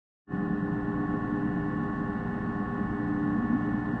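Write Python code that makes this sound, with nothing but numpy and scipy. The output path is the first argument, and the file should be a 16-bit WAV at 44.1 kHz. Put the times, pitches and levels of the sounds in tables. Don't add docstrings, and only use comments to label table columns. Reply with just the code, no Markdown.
import sys
import numpy as np
from scipy import signal
from scipy.fft import rfft, irfft
from scipy.io import wavfile
from scipy.ndimage import uniform_filter1d

SR = 44100
rng = np.random.default_rng(int(sys.argv[2]) if len(sys.argv) > 2 else 0)


def makeup_ratio(level_db):
    decades = np.asarray(level_db, float) / 20
    return 10 ** decades


def waveform_to_disk(signal):
    frames = np.transpose(np.atleast_2d(signal))
    scaled = np.clip(frames, -1, 1) * 32767
    samples = np.round(scaled).astype(np.int16)
    wavfile.write(sys.argv[1], SR, samples)


N = 176400

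# (time [s], peak [dB], pitch [Hz])
CABINET_THUMPS = [(0.332, -22, 190), (0.379, -20, 197), (0.422, -21.5, 193), (0.502, -21, 196),
                  (0.53, -19.5, 203), (0.58, -24.5, 208), (0.623, -20.5, 186), (0.694, -24, 212),
                  (0.716, -25.5, 169.5), (0.837, -27, 202), (0.877, -23, 198), (0.929, -27, 179),
                  (1.003, -26.1, 194), (1.033, -31, 202), (1.082, -21, 201), (1.138, -23, 218),
                  (1.262, -33, 211), (1.324, -23.5, 212), (1.37, -25.5, 214), (1.403, -28, 225),
                  (1.453, -22, 214), (1.499, -24.5, 195), (1.531, -24, 184), (1.628, -28.5, 193),
                  (1.678, -28.5, 200), (1.771, -32.5, 206), (1.824, -23.5, 221), (1.852, -26.5, 193),
                  (2.01, -22.5, 216), (2.09, -23.5, 196), (2.15, -25.5, 198), (2.286, -24, 190),
                  (2.328, -27.8, 210), (2.357, -27, 205), (2.47, -28.5, 216), (2.553, -27, 204),
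                  (2.598, -25.5, 209), (2.808, -22.5, 207), (2.839, -26, 223), (3.109, -28, 194),
                  (3.142, -25.5, 199), (3.228, -25, 182), (3.285, -23, 203.5), (3.315, -25, 197),
                  (3.349, -24, 219), (3.378, -21, 217), (3.422, -20.5, 239), (3.498, -22, 235),
                  (3.528, -18, 237), (3.61, -27.1, 208), (3.708, -29, 213), (3.741, -20.5, 215),
                  (3.8, -28, 210), (3.838, -26.5, 180), (3.879, -31, 174), (3.93, -20.5, 220)]


def evened(x):
    return x / np.sqrt(np.mean(x ** 2) + 1e-20)


def curve(points):
    return np.interp(np.arange(N) / SR, *np.transpose(points))


def drift(hz):
    t = np.arange(0, N / SR + 0.015, .01)
    f = np.geomspace(.15, max(hz, .3), 12)[:, None]
    waves = np.sin(2 * np.pi * (f * t + rng.random((12, 1)))) / np.sqrt(f)
    return np.interp(np.arange(N) / SR, t, evened(waves.sum(0)))


def machine_tones(hum):
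    # (frequency
    # [Hz], level [dB])
    steady_tones = [(59.2, -52.8), (101.6, -51.0), (119.6, -43), (152.9, -51.5), (166.7, -51.3), (171.3, -48.4),
                    (176.0, -46.1), (200.2, -44.0), (204.2, -50.8), (216.0, -40.8), (233.7, -49.7), (237.9, -42.4),
                    (304.7, -49.1), (400.4, -45.6), (404.8, -60), (408.8, -58), (414.3, -59.3), (417.5, -63.0),
            (495.1, -63.0), (500.5, -58.3), (508.9, -59.8), (591.5, -60.1), (714.8, -58.8), (733.8, -55.4),
            (748.1, -59.7), (781.6, -56.8),
                    (830.2, -51.7), (889.9, -67.2), (906.4, -57.3), (1020.0, -65.6), (1030.6, -61.8),
            (1034.4, -66.8), (1038.8, -59.4), (1057.7, -57.8), (1072.1, -55.6), (1086.8, -63.0),
            (1106.8, -47.8), (1136.0, -61.9), (1237.1, -59.7),
                    (1298.7, -69.8), (1304.6, -67.6), (1316.9, -69.7), (1333.2, -71.4), (1383.5, -63.4),
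                (1396.1, -61.6), (1406.6, -71.9), (1433.8, -72.3), (1452.5, -63.3), (1462.9, -59.9),
                (1481.6, -57.0), (1500.6, -68.8),
                    (1631.1, -68.4), (1660.2, -62.8), (1674.7, -66.2), (1704.0, -66.0), (1726.0, -63.0),
               (1745.0, -67.7), (1753.4, -47.7), (1763.9, -71.2), (1782.7, -69.1), (1820.2, -58.4),
               (1828.8, -70.5), (1839.1, -63.1), (1941.5, -63.5),
                    (2534.9, -80.8), (2543.6, -87.1), (2554.0, -87.4), (2675.3, -78.1), (2709.1, -85.4),
              (2767.2, -81.5), (2810.4, -85.6), (2825.6, -84.5), (2859.0, -84.7), (2882.1, -83.2),
              (2897.2, -87.5), (2949.0, -85.5), (3072.9, -86.4), (3607.5, -87.8)]
    drive_whine = [(7665.7, -98.8), (7799.1, -91.3), (7932.6, -103.4), (8066.0, -102.6), (8199.4, -98.0)]
    strays = [(33.2, -55), (66.8, -55), (625.5, -64), (660, -66), (936.7, -67), (1243.7, -67), (1857, -75),
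              (1970.3, -76), (2196.4, -81), (2214.5, -74.5), (3183, -88), (3250, -89), (3998, -93),
              (4293, -95)]
    # (frequency [Hz], beat rate [1/s], depth [0-1], loudest at [s])
    beats = [(1106.8, -1.3, .45, 1.145), (400.4, .12, .55, .9), (733.8, -.34, .45, .65),
             (1237.1, .3, .9, 3.1), (200.2, .34, .4, .4), (2675.3, .25, .5, 1.6), (176, .3, .5, .5),
             (216, .62, .3, .4), (830.2, 4.2, .25, 2.103), (1941.5, -4.55, .45, 2.15),
             (2214.5, -1.47, .8, 2.288), (2534.9, .93, .7, 2.532)]
    # (frequency [Hz], offset at first [dB], settled at [s])
    late = [(176.0, 2, 1.2), (119.6, -16, .75), (237.9, -9, 1.1), (906.4, -10, .75), (1106.8, -4.5, 1.0),
            (1941.5, -4, 1.4), (2214.5, -5, 1.5), (400.4, 2.5, 1.6)]
    # (time [s], speed [ratio])
    speed = [(0, 1.00012), (1.7, 1.00012), (2.5, 1.0), (2.8, .99975), (4, .99985)]

    t, out = np.arange(N) / SR, np.zeros(N)
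    turns = np.cumsum(curve(speed)) / SR
    wander = [drift(4.0) for _ in range(8)]
    rows = steady_tones + drive_whine + strays
    for k, (hz, db) in enumerate(rows):
        waver_db = (.7 if hz > 390 else 1.4) * (-1) ** (k // 8)
        level_db = db - 0.5 * (hz < 290) + 1.0 * (hz > 5000)
        size = np.sqrt(2) * makeup_ratio(level_db + waver_db * wander[k % 8])
        clock = turns if 600 < hz < 5000 else t
        phase = 2 * np.pi * (hz * clock + rng.random())
        wave = np.sin(phase)
        for beat_hz, rate, depth, loudest_s in beats:
            if abs(np.log(beat_hz / hz)) < .002:
                wave = wave + depth * np.sin(phase + 2 * np.pi * rate * (t - loudest_s))
                if abs(rate) < 1:
                    wave = evened(wave) / np.sqrt(2)
        for late_hz, offset_db, settled_s in late:
            if late_hz == hz:
                unsettled = np.clip((settled_s - t) / (settled_s - .45), 0, 1)
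                wave = wave * makeup_ratio(offset_db * unsettled)
        out += size * wave * (hum if 140 < hz < 290 else 1)
    return out


def impeller():
    # (time [s], level [dB])
    vane = [(.3, -36), (.9, -35.5), (1.63, -35), (2.1, -41.5), (2.4, -48), (2.6, -38.5), (2.75, -50.5),
            (3.05, -33.5), (3.3, -30.5), (3.45, -40), (3.65, -33), (4, -41)]
    vane_hz = 295.75
    return np.sqrt(2) * makeup_ratio(curve(vane)) * np.sin(2 * np.pi * vane_hz * np.arange(N) / SR)


def cabinet_booms():
    # (time [s], peak [dB], pitch [Hz])
    surge = [
        (3.512, -24, 240),
        (3.545, -20.5, 264),
    ]
    rise_s, fall_s = 0.0062, 0.0083
    t, out = np.arange(4000) / SR, np.zeros(N + 4000)
    shape = (1 - np.exp(-(t / rise_s) ** 2)) * np.exp(-t / fall_s)
    shape = shape / shape.max()
    for s, db, hz in CABINET_THUMPS + surge:
        start = round(s * SR)
        out[start:start + 4000] += makeup_ratio(db - 1) * shape * np.sin(2 * np.pi * hz * t)
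    return out[:N]


def cabinet_hum_gain():
    depth, damp_s = 0.41, 0.01
    t = np.arange(0, N / SR + .01, .002)
    dip = np.zeros(len(t))
    for s, db, hz in CABINET_THUMPS:
        dip += makeup_ratio(db + 24) * np.exp(-((t - s - .008) / damp_s) ** 2)
    return 1 - depth * np.interp(np.arange(N) / SR, t, np.minimum(dip, 1))


def casing(warm_db, hum):
    # (frequency [Hz], width [Hz], level [dB])
    resonances = [(99.6, 3.1, -61), (178.3, 13, -46), (211, 13, -45), (409.2, 11, -58.5),
                  (505.7, 16, -57.5), (540.3, 5.8, -65), (649, 19, -64.5), (719, 36, -59.5),
                  (1130, 120, -68), (1305, 53, -69.5), (1380, 15, -74.5), (1550, 240, -69.5),
                  (1420, 15, -80.5), (1722, 69, -67), (1783, 42, -68.5), (2534, 16, -81), (2683, 45, -77),
                  (2863, 18, -81), (2884, 110, -74.5)]
    hz = np.fft.rfftfreq(N, 1 / SR)
    white = rfft(rng.standard_normal(N))
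    out = np.zeros(N)
    for f, width, db in resonances:
        ring = evened(irfft(white / (1 + 1j * (hz - f) / width) ** 2, N))
        if f > 2000:
            ring = ring * makeup_ratio(0.54 * warm_db)
        elif 150 < f < 300:
            ring = ring * hum
        out += makeup_ratio(db) * ring
    return out


def noise(colour, patchy_db, swell_db, size):
    hop = size // 4
    frames, hz = N // hop + 5, np.fft.rfftfreq(size, 1 / SR)
    a, b, patches = rng.standard_normal((frames, len(hz), 3)).T
    patches = uniform_filter1d(patches, size=6, axis=0)
    patches = evened(uniform_filter1d(patches, size=5, axis=1))
    f, level = np.transpose(colour)
    shape_db = np.interp(np.log(hz + 1), np.log(f + 1), level, left=-140, right=-160)
    z = (a + 1j * b) * makeup_ratio(shape_db[:, None] + patchy_db * patches) * np.sqrt(SR / size / 2)
    sound = signal.istft(z, nperseg=size, noverlap=size - hop)[1][:N]
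    return sound * makeup_ratio(swell_db * drift(2.1))


def cabinet_rumble(hum):
    # (frequency [Hz], density [dB per Hz])
    colour = [(100, -79), (140, -55), (200, -61.5), (270, -60), (332, -58), (346, -88.5)]
    # (time [s], level [dB])
    shake = [(.3, 5.5), (.7, -1.5), (1.2, 2), (1.7, 2), (2.3, -1), (2.8, -0.5), (3.2, 0), (3.6, -1.5),
             (4, 0.5)]
    return hum * makeup_ratio(curve(shake)) * noise(colour, 1.5, 0.29, size=2048)


def bed_shudder():
    # (time [s], level [dB])
    bed = [(0.3, -53), (0.6, -43), (0.67, -46.5), (1.62, -44.5), (1.64, -55), (1.96, -45), (2.7, -45),
           (2.93, -40), (2.97, -49), (3.44, -41.5), (3.51, -45.5), (3.93, -45), (4.0, -52)]
    # (frequency [Hz], density [dB per Hz])
    colour = [(20, -30.5), (45, -18), (70, -18), (88, -27.5), (110, -20.5), (135, -32.5)]
    return makeup_ratio(curve(bed)) * noise(colour, 0.98, .2, size=2048)


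def bearing_whirr():
    # (frequency [Hz], density [dB per Hz])
    colour = [(250, -94.5), (380, -71), (575, -78), (720, -70.5), (950, -78), (1250, -77), (1500, -84.5),
              (1600, -99)]
    return noise(colour, 1.0, 0.25, size=2048)


def spindle_sheen(warm_db):
    # (frequency [Hz], density [dB per Hz])
    colour = [(1560, -100), (1640, -78), (1750, -86), (1850, -82), (1900, -91), (2200, -89.5), (2280, -101),
              (2500, -112)]
    return makeup_ratio(1.7 * warm_db) * noise(colour, 1.0, 0.46, size=2048)


def coolant_hiss(warm_db):
    # (frequency [Hz], density [dB per Hz])
    colour = [(1800, -108), (2350, -100.5), (3400, -98.8), (4400, -104), (4900, -108), (6150, -109),
              (8800, -117.5), (9300, -135)]
    return makeup_ratio(0.23 * warm_db) * noise(colour, 1.2, 0.22, size=512)


def coolant_mist(warm_db):
    # (frequency [Hz], density [dB per Hz])
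    colour = [(8600, -135), (9000, -119), (9720, -122), (10200, -125), (10800, -128), (11250, -146),
              (11450, -139), (12000, -141)]
    return makeup_ratio(2.0 * warm_db) * noise(colour, 3.7, 1.3, size=1024)


def scene():
    warm_db = -5 * np.exp(-np.arange(N) / SR / 0.83)
    hum = cabinet_hum_gain()
    mix = machine_tones(hum) + impeller() + cabinet_booms() + casing(warm_db, hum)
    mix += cabinet_rumble(hum) + bed_shudder() + bearing_whirr()
    mix += spindle_sheen(warm_db) + coolant_hiss(warm_db) + coolant_mist(warm_db)
    return mix[None]


def trimmed(x):
    # (time [s], frequency [Hz])
    upper_edge = [(0, 8700), (.5, 8850), (.8, 9150), (1.2, 9350), (1.5, 9600), (2.6, 9800), (3.1, 9850),
                  (4, 9600)]
    # (time [s], length [s], low [Hz], high [Hz])
    holes = [
        (.48, .06, 1990, 2090),
        (.54, .1, 2230, 2350),
        (.59, .05, 2330, 2450),
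        (3.9, .04, 2000, 2420),
    ]
    step_hz, jump_hz = 230, 280
    hz, t, z = signal.stft(x, SR, nperseg=1024)
    jumps = np.repeat(rng.exponential(1, len(t)), repeats=2)[:len(t)] - 1
    edge = np.interp(t, *np.transpose(upper_edge)) + jump_hz * jumps
    edge = np.round(edge / step_hz) * step_hz
    keep = 1. - (hz[:, None] > edge) * (hz[:, None] < 11200)
    for s, length, low_hz, high_hz in holes:
        keep[np.ix_((hz >= low_hz) & (hz <= high_hz), (t >= s) & (t <= s + length))] = .03
    return signal.istft(z * keep, SR, nperseg=1024)[1][:, :N]


def band_limit(x):
    return signal.sosfilt(signal.butter(12, 12000, fs=SR, output="sos"), x)


def record(dry):
    # (time [s], gain [dB])
    fade = [(0, -120), (.245, -75), (.262, -58), (.276, -23.5), (.295, -12.5), (.32, -3.5), (.34, -0.5),
            (1.2, 0.83)]
    mix = trimmed(dry * makeup_ratio(curve(fade)))
    return band_limit(mix)


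dry = scene()
out = record(dry)
waveform_to_disk(out)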